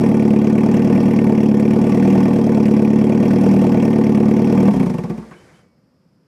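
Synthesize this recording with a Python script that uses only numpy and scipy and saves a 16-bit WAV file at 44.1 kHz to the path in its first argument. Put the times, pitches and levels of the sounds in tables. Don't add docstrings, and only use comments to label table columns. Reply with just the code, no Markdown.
import sys
import numpy as np
from scipy import signal
from scipy.fft import rfft, irfft, next_fast_len
from scipy.io import wavfile
from scipy.ndimage import uniform_filter1d

SR = 44100
rng = np.random.default_rng(int(sys.argv[2]) if len(sys.argv) > 2 else 0)


def amplitude_ratio(level_db):
    exponent = np.asarray(level_db, float) / 20
    return 10 ** exponent


def pcm_store(signal):
    levels = np.round(np.clip(np.atleast_2d(signal), -1, 1) * 32767)
    wavfile.write(sys.argv[1], SR, levels.astype(np.int16).T)


N = 276507
KEY_OFF_S = 4.7
IDLE_PER_S = 37.4


def evened(x):
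    return x / np.sqrt(np.mean(x ** 2) + 1e-20)


def add(mix, s, sound):
    at = round(s * SR)
    sound = sound[max(-at, 0):]
    part = mix[max(at, 0):][:len(sound)]
    part += sound[:len(part)]


def curve(rows, column):
    rows = np.array(rows)
    return np.interp(np.arange(N) / SR, rows[:, 0], rows[:, column])


def filtered(x, order, hz, kind="low"):
    return signal.sosfilt(signal.butter(order, hz, kind, fs=SR, output="sos"), x)


def resonate(x, hz, width):
    turn = np.exp(2j * np.pi * np.cumsum(hz * np.ones(len(x))) / SR)
    r = np.exp(-np.pi * width / SR)
    return 2 * (turn * signal.lfilter([1 - r], [1, -r], x / turn)).real


def coloured(x, spectrum):
    hz, db = np.transpose(spectrum)
    size = next_fast_len(N)
    bins = np.log(np.fft.rfftfreq(size, 1 / SR) + 1)
    return irfft(rfft(x, size) * amplitude_ratio(np.interp(bins, np.log(hz), db)), size)[:N]


def patchy(x, depth_db):
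    z = signal.stft(x, nperseg=256)[2]
    field = rng.standard_normal(z.shape[::-1])
    field = uniform_filter1d(uniform_filter1d(field, size=5, axis=0), size=8, axis=1)
    return signal.istft(z * amplitude_ratio(depth_db * evened(field).T), nperseg=256)[1][:N]


# (time [s], rate [firings/s])
SPEED = [(0.0, 38.01), (0.298, 36.25), (0.478, 36.46), (0.715, 37.62), (0.999, 38.37), (1.542, 35.94),
         (2.111, 39.23), (2.73, 36.13), (2.913, 36.2), (3.487, 39.29), (3.997, 37.0), (4.29, 36.6),
         (4.7, 39.43)]


def firings():
    turns = np.cumsum(curve(SPEED, column=1)) / SR - .34
    turns = turns[:round(SPEED[-1][0] * SR)]
    times = np.nonzero(np.diff(np.floor(turns)))[0] / SR
    return np.r_[times[0] - np.arange(len(CYLINDERS), 0, -1) / SPEED[0][1], times]


def ring(modes, spread_db, detune):
    t = np.arange(12000)[:, None] / SR
    hz, db, t60, sign = np.transpose(modes)
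    uneven, off = rng.standard_normal((2, len(modes)))
    fade = amplitude_ratio(db + spread_db * uneven - 60 * t / t60)
    return fade * np.sin(2 * np.pi * hz * (1 + detune * off) * t) @ np.sign(sign)


# (delay [ms], level [dB], manifold echo [ms], its gain [factor],
# collector echo [ms], its gain [factor])
CYLINDERS = [(-1.24, -1.1, 5.17, -0.17, 8.29, 0.37), (-1.65, -1.0, 3.67, -0.18, 8.46, 0.29),
             (-1.29, -1.7, 4.42, 0.15, 7.93, 0.4), (-1.7, -1.4, 2.83, -0.17, 8.63, 0.25)]
# (pitch [Hz], level [dB], time to fade by 60 dB [s], polarity [+1 or -1])
PIPE = [(110, -13.5, 0.033, 1), (131, -41.5, 0.84, 1), (177.7, -12.5, 0.057, -1), (200.93, -8, 0.34, -1),
        (206, -14.5, 0.3, -1), (226, -11.5, 0.061, 1), (283, -7.5, 0.081, 1), (308.6, -19.5, 0.13, -1),
        (332, -24, 0.13, 1), (372.8, -16.5, 0.11, -1), (432.5, -27.5, 0.26, -1), (488, -27, 0.105, -1),
        (575, -40.5, 0.072, -1), (766, -41, 0.053, -1)]


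def exhaust_boom(times, last):
    boom = np.zeros(N)
    surge = np.interp(times, *np.transpose(SPEED)) - IDLE_PER_S
    pop_db = 0 * last
    for k, (s, jitter) in enumerate(zip(times, rng.standard_normal(len(times)))):
        late_ms, db, near_ms, near, far_ms, far = CYLINDERS[k % 4]
        pulse = amplitude_ratio(db - 0.25 + 0.28 * surge[k] + pop_db[k]) * ring(PIPE, 0.95, 0.0011)
        for echo_ms, gain in (0, 1), (near_ms, near), (far_ms, far):
            add(boom, s + (late_ms + echo_ms) / 1000 + .0001 * jitter, gain * pulse)
    return boom


def puffs(times, levels_db, rise, fall, rest):
    t, out = np.arange(4000) / SR, np.full(N, rest)
    for s, db in zip(times, levels_db):
        add(out, s, amplitude_ratio(db) * (1 - np.exp(-(t / rise) ** 2)) * np.exp(-t / fall))
    return out


BRANCH_HZ = [770, 495, 872, 557]


def swirl(times, habit):
    own, out = [], np.zeros(N)
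    for gust, hz in zip(rng.standard_normal((len(CYLINDERS), 1100)), BRANCH_HZ):
        own.append(evened(gust + 0.44 * evened(resonate(gust, hz, 160))))
    for k, s in enumerate(times):
        add(out, s, own[k % len(own)])
    return habit * out + np.sqrt(1 - min(habit, 1) ** 2) * rng.standard_normal(N)


# (pitch [Hz], width [Hz], level [dB])
ROUGH = [(231, 30, -10), (296.8, 15.6, -7.5), (351.7, 31.8, 2), (371.6, 55.7, 2), (481.9, 34.4, -0.5),
         (593.5, 44.4, -5), (656.5, 80, -7.5), (744, 24.4, -10), (827, 52, -11), (913.7, 15.6, -12),
         (1014, 54, -12.5), (1127, 24, -16), (1169, 23, -15)]


def rough_gas(noise, pitch_scale):
    out = np.zeros(N)
    for k, (hz, width, db) in enumerate(ROUGH):
        out += (-1) ** k * amplitude_ratio(db) / np.sqrt(width) * resonate(noise, hz * pitch_scale, width)
    return out


# (pitch [Hz], level [dB per Hz])
JET = [(740, -7), (1250, 4.5), (1370, -44), (1480, 1), (1710, -1.5), (2300, 5), (2670, 0.5), (3000, -7.5),
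       (3290, -32.5), (3980, -17.5), (5580, -7.5), (6400, -15.5), (12000, -19.5), (14200, -30.5),
       (15500, -33)]
# (pitch [Hz], width [Hz], level [dB])
SHIELD = [(1465, 8.3, 2.5), (1824, 17, 5.5), (3230, 33, -1), (3350, 140, -3), (5400, 58, -11),
          (5600, 50, -36)]


def jet(flow):
    noise, fizz = rng.standard_normal((2, N))
    shield = np.zeros(N)
    for hz, width, db in SHIELD:
        shield += amplitude_ratio(db) / np.sqrt(width) * resonate(flow * noise, hz, width)
    low = filtered(evened(flow * noise), 2, 8000)
    top = filtered(evened(flow ** 1.25 * fizz), 2, 8000, "high")
    return evened(coloured(patchy(low + top, depth_db=3.0), JET)) + amplitude_ratio(-8.5) * evened(shield)


def ticks(times):
    out, t = np.zeros(N), np.arange(900) / SR
    for s, (band, place, late, size) in zip(np.repeat(times, 2), rng.random((2 * len(times), 4))):
        hz, db = (2350, -27) if band < .6 else (5600, -37)
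        tick = np.sin(2 * np.pi * hz * (0.793 + 0.37 * place) * t)
        tick *= np.exp(-t / 0.00073) * (1 - np.exp(-t / 0.0002))
        add(out, s + .007 * late ** 3, amplitude_ratio(db - 3.0 * np.log(size + .08)) * tick)
    return out


# (rough gas level [dB], hiss level [dB])
GASPS = [(1.5, 5), (1, 5.5), (-1.5, 5), (1, 7)]


def idle():
    times = firings()
    last = times == times[-1]
    boom = exhaust_boom(times, last)
    uneven = rng.standard_normal((len(times), 2)).T
    gasp_db = np.resize(GASPS, (len(times), 2)).T
    on = np.arange(N) < KEY_OFF_S * SR
    throttle = curve(SPEED, column=1) - IDLE_PER_S

    rough_db = gasp_db[0] + 5.5 * last + 2.1 * uneven[0]
    flow = on * puffs(times - .004, rough_db, rise=0.0005, fall=0.011, rest=0.36)
    rough = rough_gas(flow * swirl(times - .004, habit=0.67), 0.98)
    rough *= amplitude_ratio(-23.5 + 0.8 * throttle) / rough[on].std()

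    steady = .08 * amplitude_ratio(4.5 * throttle)
    early = puffs(times - .011, gasp_db[1] - 18.5, rise=0.00083, fall=.005, rest=0.)
    hiss_db = gasp_db[1] - 2 * last + 1.2 * uneven[1]
    main = puffs(times - .001, hiss_db, rise=0.0018, fall=0.01, rest=steady)
    hiss = jet(on * (early + main))
    hiss *= amplitude_ratio(-39 + 0.37 * throttle) / hiss[on].std()
    return boom + rough + hiss + ticks(times)


# (pitch [Hz], level [dB per Hz])
YARD = [(24, -49), (40, -14.5), (96, -9), (129, -5.5), (160, -0.5), (237, -4), (350, -13), (468, -17),
        (504, -12), (744, -23.5), (1210, -24.5), (3900, -40.5), (5100, -27.5), (6190, -42), (13500, -47.5)]


def yard():
    return amplitude_ratio(-58.5) * evened(coloured(rng.standard_normal(N), YARD))


# (pitch [Hz], level [dB], time to fade by 60 dB [s],
# polarity [+1 or -1])
COLD = [(62, -15.5, 0.46, 1), (97, -21, 0.18, 1), (129, 2, 0.044, -1), (175.5, 5, 0.13, 1),
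        (212.8, -6, 0.32, 1), (233.4, -5.5, 0.36, 1), (304, -28, 0.086, -1), (356.7, -9, 0.21, 1),
        (483, -31, 0.3, -1), (624, -21, 0.083, 1), (860, -19, .14, -1)]


def thumps(times, levels_db):
    t, boom = np.arange(N) / SR, np.zeros(N)
    cooling = np.interp(t, [4.7, 4.95], [.97, .86])
    for s, db in zip(times, levels_db):
        pitch_scale = cooling[round(s * SR)] / cooling[-1]
        thump = ring(np.multiply(COLD, [pitch_scale, 1, 1, 1]), 2.2, .012)
        thump = filtered(thump * (1 - np.exp(-t[:len(thump)] / 0.0028)), 3, 80, "high")
        add(boom, s, amplitude_ratio(db - 2.0) * thump / abs(thump).max())
    return boom


# (pitch [Hz], level [dB per Hz])
LEAK = [(60, -7), (170, 2.5), (300, -10), (500, -9.5), (900, -14.5), (1600, -14), (2300, -16.5),
        (2900, -24), (5000, -24.5), (10000, -30), (15000, -48.5)]


def leftover_gas():
    t = np.arange(N) / SR
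    since_off = t - KEY_OFF_S
    rough = rough_gas(rng.standard_normal(N), 0.99)
    rough /= rough[round(4.7 * SR):round(5.2 * SR)].std()
    rough *= amplitude_ratio(-40 - 51 * np.maximum(since_off - 0.46, 0))
    leak_db = -41 - 13.5 * since_off - 150 * np.maximum(t - 5.59, 0)
    leak = amplitude_ratio(leak_db) * evened(coloured(patchy(rng.standard_normal(N), depth_db=1.0), LEAK))
    return (rough + leak) * np.clip(since_off / .02, 0, 1)


# (time [s], level [dB])
STROKES = [(4.708, -7), (4.737, -5.5), (4.763, -7), (4.798, -3.5), (4.828, -7.5), (4.862, -7),
           (4.898, -8.5), (4.94, -10), (4.983, -9), (5.037, -12), (5.098, -10.5), (5.178, -18),
           (5.309, -31.5)]


def rundown():
    times, thump_db = np.transpose(STROKES)
    hiss_db = -33 + 0.45 * thump_db - 6 * (times - KEY_OFF_S)
    flow = puffs(times, hiss_db, rise=0.00086, fall=0.014, rest=0.)
    hiss = flow.std() * jet(flow)
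    rasp_db = -15.5 + 0.72 * thump_db
    flow = puffs(times - .003, rasp_db, rise=0.00069, fall=0.013, rest=0.)
    rasp = flow.std() * evened(rough_gas(flow * rng.standard_normal(N), .985))
    return thumps(times, thump_db) + hiss + rasp + leftover_gas()


# (start [s], length [s], pitch [Hz], wobble [Hz], level [dB])
SQUEAKS = [
    (5.355, .11, 3079, 55, -54),
    (5.53, .12, 3079, 80, -59.5),
    (5.21, .05, 3079, 50, -62),
    (5.31, .5, 2245, 14, -62),
    (5.3, .38, 1556, 60, -59),
    (5.45, .33, 2003, 6, -67),
]


def squeaks():
    out = np.zeros(N)
    for s, length, hz, width, db in SQUEAKS:
        wobble = width * evened(uniform_filter1d(rng.standard_normal(round(length * SR)), size=400))
        whistle = np.sin(2 * np.pi * np.cumsum(hz + wobble) / SR)
        fade = amplitude_ratio(db - np.linspace(0, 17, len(whistle)))
        add(out, s, fade * whistle * signal.windows.tukey(len(whistle), .3))
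    return out


# (time [s], level [dB], pitch [Hz], time to fade by 60 dB [s])
CLUNKS = [
    (5.223, -36, 1120, .07),
    (5.311, -34, 1110, .08),
    (5.313, -37, 1560, .09),
    (5.33, -39, 2240, .09),
    (5.34, -43, 1600, .1),
    (5.485, -46, 1600, .1),
    (5.491, -48, 2200, .08),
    (5.777, -63, 1600, .06),
]


def clunks():
    out, t = np.zeros(N), np.arange(6000) / SR
    for s, db, hz, t60 in CLUNKS:
        knock = rng.standard_normal(len(t)) * amplitude_ratio(-60 * t / t60) * (1 - np.exp(-t / 0.0029))
        body = resonate(resonate(knock, hz, 360), hz, 320)
        body += 0.13 * resonate(resonate(knock, 1100, 1230), 1100, 1200)
        add(out, s, amplitude_ratio(db - 2.0) * body / abs(body).max())
    return out


def scene():
    return (idle() + yard() + rundown() + squeaks() + clunks())[None]


def low_pass(x):
    return signal.sosfilt(signal.butter(12, 15720, fs=SR, output="sos"), x)


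def record(dry):
    thin = filtered(dry, 2, 55, "high")
    knee, top = .55, .715
    over = np.maximum(abs(thin) - knee, 0)
    squeezed = (top - knee) * np.tanh(over / (top - knee))
    held = np.sign(thin) * (np.minimum(abs(thin), knee) + squeezed)
    return low_pass(filtered(held, 8, 14200))


dry = scene()
out = record(dry)
pcm_store(out)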